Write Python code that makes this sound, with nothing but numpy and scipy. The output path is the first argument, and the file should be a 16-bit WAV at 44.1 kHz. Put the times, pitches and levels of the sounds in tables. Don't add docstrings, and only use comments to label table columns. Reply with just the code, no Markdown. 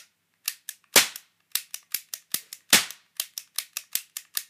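import sys
import numpy as np
from scipy import signal
from scipy.io import wavfile
from scipy.ndimage import uniform_filter1d

SR = 44100
rng = np.random.default_rng(int(sys.argv[2]) if len(sys.argv) > 2 else 0)


def unload_audio(sound):
    columns = np.transpose(np.atleast_2d(sound))
    steps = np.round(np.clip(columns, -1, 1) * 32767)
    wavfile.write(sys.argv[1], SR, steps.astype(np.int16))


N = 198097

TAPS = 4096
HZ = np.fft.rfftfreq(TAPS, 1 / SR) + 1
T = np.arange(TAPS) / SR

# (time [s], level [dB], brightness [dB per octave],
#   low ring [Hz], high ring [Hz])
RETURNS = [(-.027, -27, -2.3, 1400, 5000), (0.6911, -28, 1, 1650, 8100), (1.159, -31.5, 1.6, 1560, 12400),
           (1.7435, -28, 0.7, 2780, 5840), (2.1374, -26.5, 1, 1820, 6440), (2.5285, -31, 1.9, 2040, 7000),
           (2.906, -33, 0.6, 3130, 6000), (3.3777, -27, 1, 1150, 5500), (3.77, -25, 0.1, 2580, 5500),
           (4.1682, -26.5, 0, 1903, 7230)]
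# (frequency [Hz], width [Hz], lift [dB])
FRAME = [(655, 36, 9), (1193, 180, 8.5), (1736, 220, 7), (2700, 190, 6), (3700, 380, 4), (5200, 420, 1.5),
         (9470, 840, 4.5), (10910, 170, 8.5), (12330, 550, 8.5)]
# (frequency [Hz], relative level [dB])
CARRY = [(100, -6.5), (600, -6), (1100, -5), (1500, -2.5), (2000, 5), (2600, 4), (3400, -0.5), (5000, -2),
         (9000, 1), (15000, -1.5)]
# (delay [s], gain before the room's colouring)
ECHOES = [(.0133, .2), (0.017, .2), (0.022, .16)]


def gain_of(db):
    return 10 ** (np.asarray(db) / 20)


def read(points, hz):
    f, value = np.transpose(points)
    return np.interp(np.log(hz + 1), np.log(f + 1), value)


def levelled(x, db):
    return x * gain_of(db) * np.sqrt(.01 * SR / np.sum(x ** 2))


def add(mix, s, sound):
    at = int(round(s * SR))
    sound = sound[max(-at, 0):]
    part = mix[max(at, 0):][:len(sound)]
    part += sound[:len(part)]


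def colour(x, db):
    log_gain = np.log(gain_of(np.r_[db, db[-2:0:-1]]))
    minimum_phase = np.exp(np.conj(signal.hilbert(log_gain)))
    response = np.fft.ifft(minimum_phase).real
    return signal.fftconvolve(x, response[:TAPS // 2])[:len(x)]


def fade(start, decay):
    return (T >= start) * np.exp(-np.maximum(T - start, 0) / decay)


def chatter(envelope):
    return envelope * rng.choice([-1., 1.], TAPS)


def click(contact, spectrum_db, db):
    return levelled(colour(chatter(contact), spectrum_db), db)


def lifts(modes):
    return sum(db / (1 + (2 * (HZ - hz) / width) ** 2) for hz, width, db in modes)


def ripple(size):
    return np.sqrt(size) * uniform_filter1d(rng.standard_normal(len(HZ)), size=size)


def tilt(bright_db):
    return bright_db * np.log2(np.maximum(HZ, 1000) / 1000)


def room(spectrum_db, early, length=1.0, gap=.0135, build=0.00096, linger=1.92, uneven_db=1.0):
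    # (frequency [Hz], time [s])
    fall_times = [(60, 0.091), (170, 0.24), (500, 0.28), (1000, 0.3), (2000, 0.22), (4000, 0.25),
                  (7000, .25), (11000, 0.23), (15000, 0.19)]
    # (frequency [Hz], relative level [dB])
    slow_share = [(100, -18.5), (700, -20.5), (2000, -13), (4000, -15), (7000, -24), (15000, -33)]
    # (frequency [Hz], width [Hz], lift [dB])
    room_modes = [(170, 72, 3), (526, 13, 1.5), (1140, 43, 2.5), (1443, 130, 5), (1868, 37, 7),
                  (2160, 140, 3), (2540, 53, 4.5), (3453, 64, 2.5), (3770, 47, 2.5)]
    t = np.arange(SR // 2) / SR
    hz, when, z = signal.stft(rng.standard_normal(len(t)), SR, nperseg=256)
    fall_db = -60 * when / (length * read(fall_times, hz)[:, None])
    slow_db = read(slow_share, hz)[:, None] + fall_db / linger
    z *= np.hypot(gain_of(fall_db), gain_of(slow_db))
    tail = signal.istft(z, SR, nperseg=256)[1][:len(t)]
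    filled = (1 + np.tanh((t - gap) / build)) / 2
    tail *= early + (1 - early) * filled
    tail /= np.linalg.norm(tail)
    for delay, gain in ECHOES:
        tail[int(delay * SR)] += gain
    return colour(tail, spectrum_db + lifts(room_modes) + uneven_db * ripple(size=8))


def blow(spectrum, contact, db, bright_db, low_hz, high_hz, low_db, high_db, wet_db,
         low_width=260, high_width=900, uneven_db=1.1, frame_share=.12, ring_share=0.7):
    body = read(spectrum, HZ) + tilt(bright_db)
    frame = lifts(FRAME) + uneven_db * ripple(size=30)
    rings = lifts([(low_hz, low_width, low_db), (high_hz, high_width, high_db)])
    direct = click(contact, body + frame + rings, db)
    heard = body + read(CARRY, HZ) + frame_share * frame + ring_share * rings
    tail = room(heard, early=0.26, length=0.82)
    return direct, levelled(tail, db + wet_db)


def background(hush_db=-73.5):
    # (frequency [Hz], relative level [dB per Hz])
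    hush = [(25, -25), (55, -17.5), (90, -5.5), (180, 1.5), (300, -3), (550, -9), (1000, -8), (2200, -4),
            (5000, -12), (15000, -12.5)]
    # (frequency [Hz], level [dB])
    motor_tones = [(99.8, -90), (166.7, -86)]
    air = colour(rng.standard_normal(N), read(hush, HZ))
    out = gain_of(hush_db) * air / air.std()
    for hz, db in motor_tones:
        cycles = hz * np.arange(N) / SR + rng.random()
        out += gain_of(db) * np.sqrt(2) * np.sin(2 * np.pi * cycles)
    return out


def trigger(rise=0.00045, decay=0.0026, drag_db=-36):
    # (frequency [Hz], relative level [dB per Hz])
    snap = [(25, -58.5), (250, -30), (600, -14.5), (900, -17), (1500, -11.5), (3000, -4.5), (4500, -3.5),
            (5800, 1), (8000, -4.5), (15000, -6)]
    out = np.zeros(N)
    land = .008
    slap = np.exp(np.minimum((T - land) / rise, (land - T) / decay))
    contact = slap + gain_of(drag_db) * (T < land)
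    for s, *tone in RETURNS:
        direct, tail = blow(snap, contact, *tone, low_db=7.5, high_db=6, wet_db=-11.5)
        add(out, s - land, direct)
        add(out, s, tail)
    return out


def ticks():
    # (finger takes up the slack [s], its level [dB],
    #   cylinder locks [s], its level [dB])
    pulls = [(0.339, -66.5, .4572, -47), (.841, -56, .9397, -43.5), (1.404, -63.5, 1.5165, -57),
             (1.8279, -58, 1.9198, -48), (2.2235, -63.5, 2.317, -51), (2.6057, -62, 2.703, -47),
             (3.062, -67, 3.167, -53), (3.4747, -62, 3.559, -49.5), (3.838, -58, 3.9298, -47),
             (4.251, -56, 4.3516, -43)]
    # (delay after the lock [s], level against the lock [dB], brightness [dB per octave])
    locking = [(-.0115, -14.5, 1.2), (0, 0.5, 4.5), (.0025, -1, -2.5)]
    # (time [s], level [dB])
    eases = [(1.708, -59), (2.0873, -60.5), (3.336, -62.5), (3.732, -58), (4.0973, -62.5)]
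    take_up_bright_db, ease_bright_db = -4.5, 1.3
    slide_lead_s, slide_db, slide_bright_db = 0.0094, -27, 5
    rows = []
    for slack_s, slack_db, lock_s, lock_db in pulls:
        rows.append((slack_s, slack_db, take_up_bright_db))
        for delay, db, bright_db in locking:
            rows.append((lock_s + delay, lock_db + db, bright_db))
    for s, db in eases:
        rows.append((s, db, ease_bright_db))
    for s, db, *_ in RETURNS:
        rows.append((s - slide_lead_s, db + slide_db, slide_bright_db))
    return rows


def cylinder(scrape=0.0033, grain_db=3, wet_db=-10, drag=0.012, drag_db=-17):
    # (frequency [Hz], relative level [dB])
    tick_colour = [(40, -33), (300, -18.5), (800, -12), (1200, -1.5), (2000, 2.5), (4000, 1), (8000, -4),
                   (15000, -14)]
    out = np.zeros(N)
    land = .02
    body = read(tick_colour, HZ) + lifts(FRAME)
    catch = (T >= land) * np.exp(-(abs(T - land) / scrape) ** 3.0)
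    rub = gain_of(drag_db) * np.exp(-((T - land - scrape) / drag) ** 2)
    for s, db, bright_db in ticks():
        grains = gain_of(grain_db * np.repeat(rng.standard_normal(TAPS // 32), 32))
        contact = grains * np.hypot(catch, rub)
        add(out, s - land, click(contact, body + tilt(bright_db), db))
    tail = room(read(CARRY, HZ), early=0.18)
    tail /= np.linalg.norm(tail)
    return out + gain_of(wet_db) * signal.oaconvolve(out, tail)[:N]


def hammer(lead=0.0023, slip_db=-17, crack=0.0011, rattle=0.0029, rattle_db=-13,
           rebound=0.0028, creep_db=-38):
    # (time [s], level [dB], brightness [dB per octave],
    #   low ring [Hz], high ring [Hz], thud in the grip [dB])
    hammer_blows = [(0.4797, -20, 1.9, 1720, 4800, -52.5), (0.9578, -27.5, -0.5, 1263, 4600, -62),
                    (1.5545, -16.5, 2.57, 2660, 9600, -50.5), (1.9455, -19, 3.5, 2240, 12300, -49),
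                    (2.3438, -17.5, 3.5, 1910, 13000, -37), (2.7269, -30, 0.5, 1274, 4630, -65),
                    (3.1988, -20, 1.8, 3150, 3720, -58.5), (3.5855, -20.5, 1.7, 2290, 3700, -63),
                    (3.9544, -18, 2.5, 2760, 7870, -49.5), (4.3724, -20, 3, 1750, 6300, -51.5)]
    # (frequency [Hz], relative level [dB per Hz])
    strike = [(25, -63), (200, -28), (500, -17), (900, -13), (1500, -6), (2500, -4.5), (4700, 0),
              (8000, -5.5), (15000, -6.5)]
    # (frequency [Hz], relative level [dB])
    thud = [(20, -47), (50, -28.5), (100, -12.5), (170, 3), (300, 0), (700, -6.5), (1300, -9.5),
            (4000, -25.5)]
    rebound_s, rebound_db = 0.0027, -10.5
    out = np.zeros(N)
    land = .008
    stages = [gain_of(creep_db) * np.exp(-abs(T - land + lead) / .0025),
              gain_of(slip_db) * fade(land - lead, 0.0014),
              fade(land, crack),
              gain_of(rattle_db) * fade(land, rattle),
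              gain_of(rebound_db) * fade(land + rebound_s, rebound)]
    contact = np.linalg.norm(stages, axis=0)
    knock = colour(-signal.unit_impulse(TAPS), read(thud, HZ))
    for s, *tone, thud_db in hammer_blows:
        direct, tail = blow(strike, contact, *tone, low_db=8, high_db=3.5, wet_db=-10.5)
        add(out, s - land, direct)
        add(out, s, tail)
        add(out, s, levelled(knock, thud_db))
    return out


def caps(burn=0.0015, floor_delay=0.0024, floor_gain=.9, bounce_gain=0.38, bounce=0.0066):
    # (time [s], level [dB], room level [dB], brightness [dB per octave])
    explosions = [(0.959, -9.5, -8, -1), (2.7289, -10.5, -8.5, -1.5)]
    # (frequency [Hz], relative level [dB])
    blast = [(25, -10), (70, -22.5), (160, 2.5), (350, 0), (700, 1.5), (1200, -0.5), (2000, -0.5),
             (4000, 3), (8000, 1.5), (15000, -3)]
    # (frequency [Hz], relative level [dB])
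    boom = [(30, -26.5), (80, -11.5), (160, -5), (350, -11), (800, -6.5), (1300, -2), (2100, 6.5),
            (4000, 4.5), (8000, 3), (15000, -3.5)]
    out = np.zeros(N)
    bursts = [fade(0, burn), floor_gain * fade(floor_delay, bounce)]
    bursts += [bounce_gain * fade(delay, bounce) for delay, _ in ECHOES]
    contact = np.linalg.norm(bursts, axis=0)
    for s, db, wet_db, bright_db in explosions:
        add(out, s, click(contact, read(blast, HZ) + tilt(bright_db), db))
        tail = room(read(boom, HZ) + tilt(bright_db), early=0.46)
        add(out, s, levelled(tail, wet_db))
    return out


def fizzle(db=-47, swell=0.069):
    # (frequency [Hz], relative level [dB per Hz])
    hiss = [(60, -17.5), (200, -6), (450, 2), (800, -8), (2000, 3.5), (6000, -3.5), (15000, -13)]
    t = np.arange(SR // 2) / SR
    gas = rng.standard_normal(len(t)) * t * np.exp(-t / swell)
    out = np.zeros(N)
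    add(out, 2.35, levelled(colour(gas, read(hiss, HZ)), db))
    return out


def scene():
    gun = trigger() + cylinder() + hammer() + caps() + fizzle()
    return (background() + gun)[None]


def record(dry):
    ceiling, edge_hz = .66, 15350
    clipped = dry / (1 + (dry / ceiling) ** 6) ** (1 / 6)
    low_pass = signal.firwin(255, edge_hz, window=("kaiser", 8), fs=SR)
    return signal.oaconvolve(clipped, low_pass[None], "same")


dry = scene()
out = record(dry)
unload_audio(out)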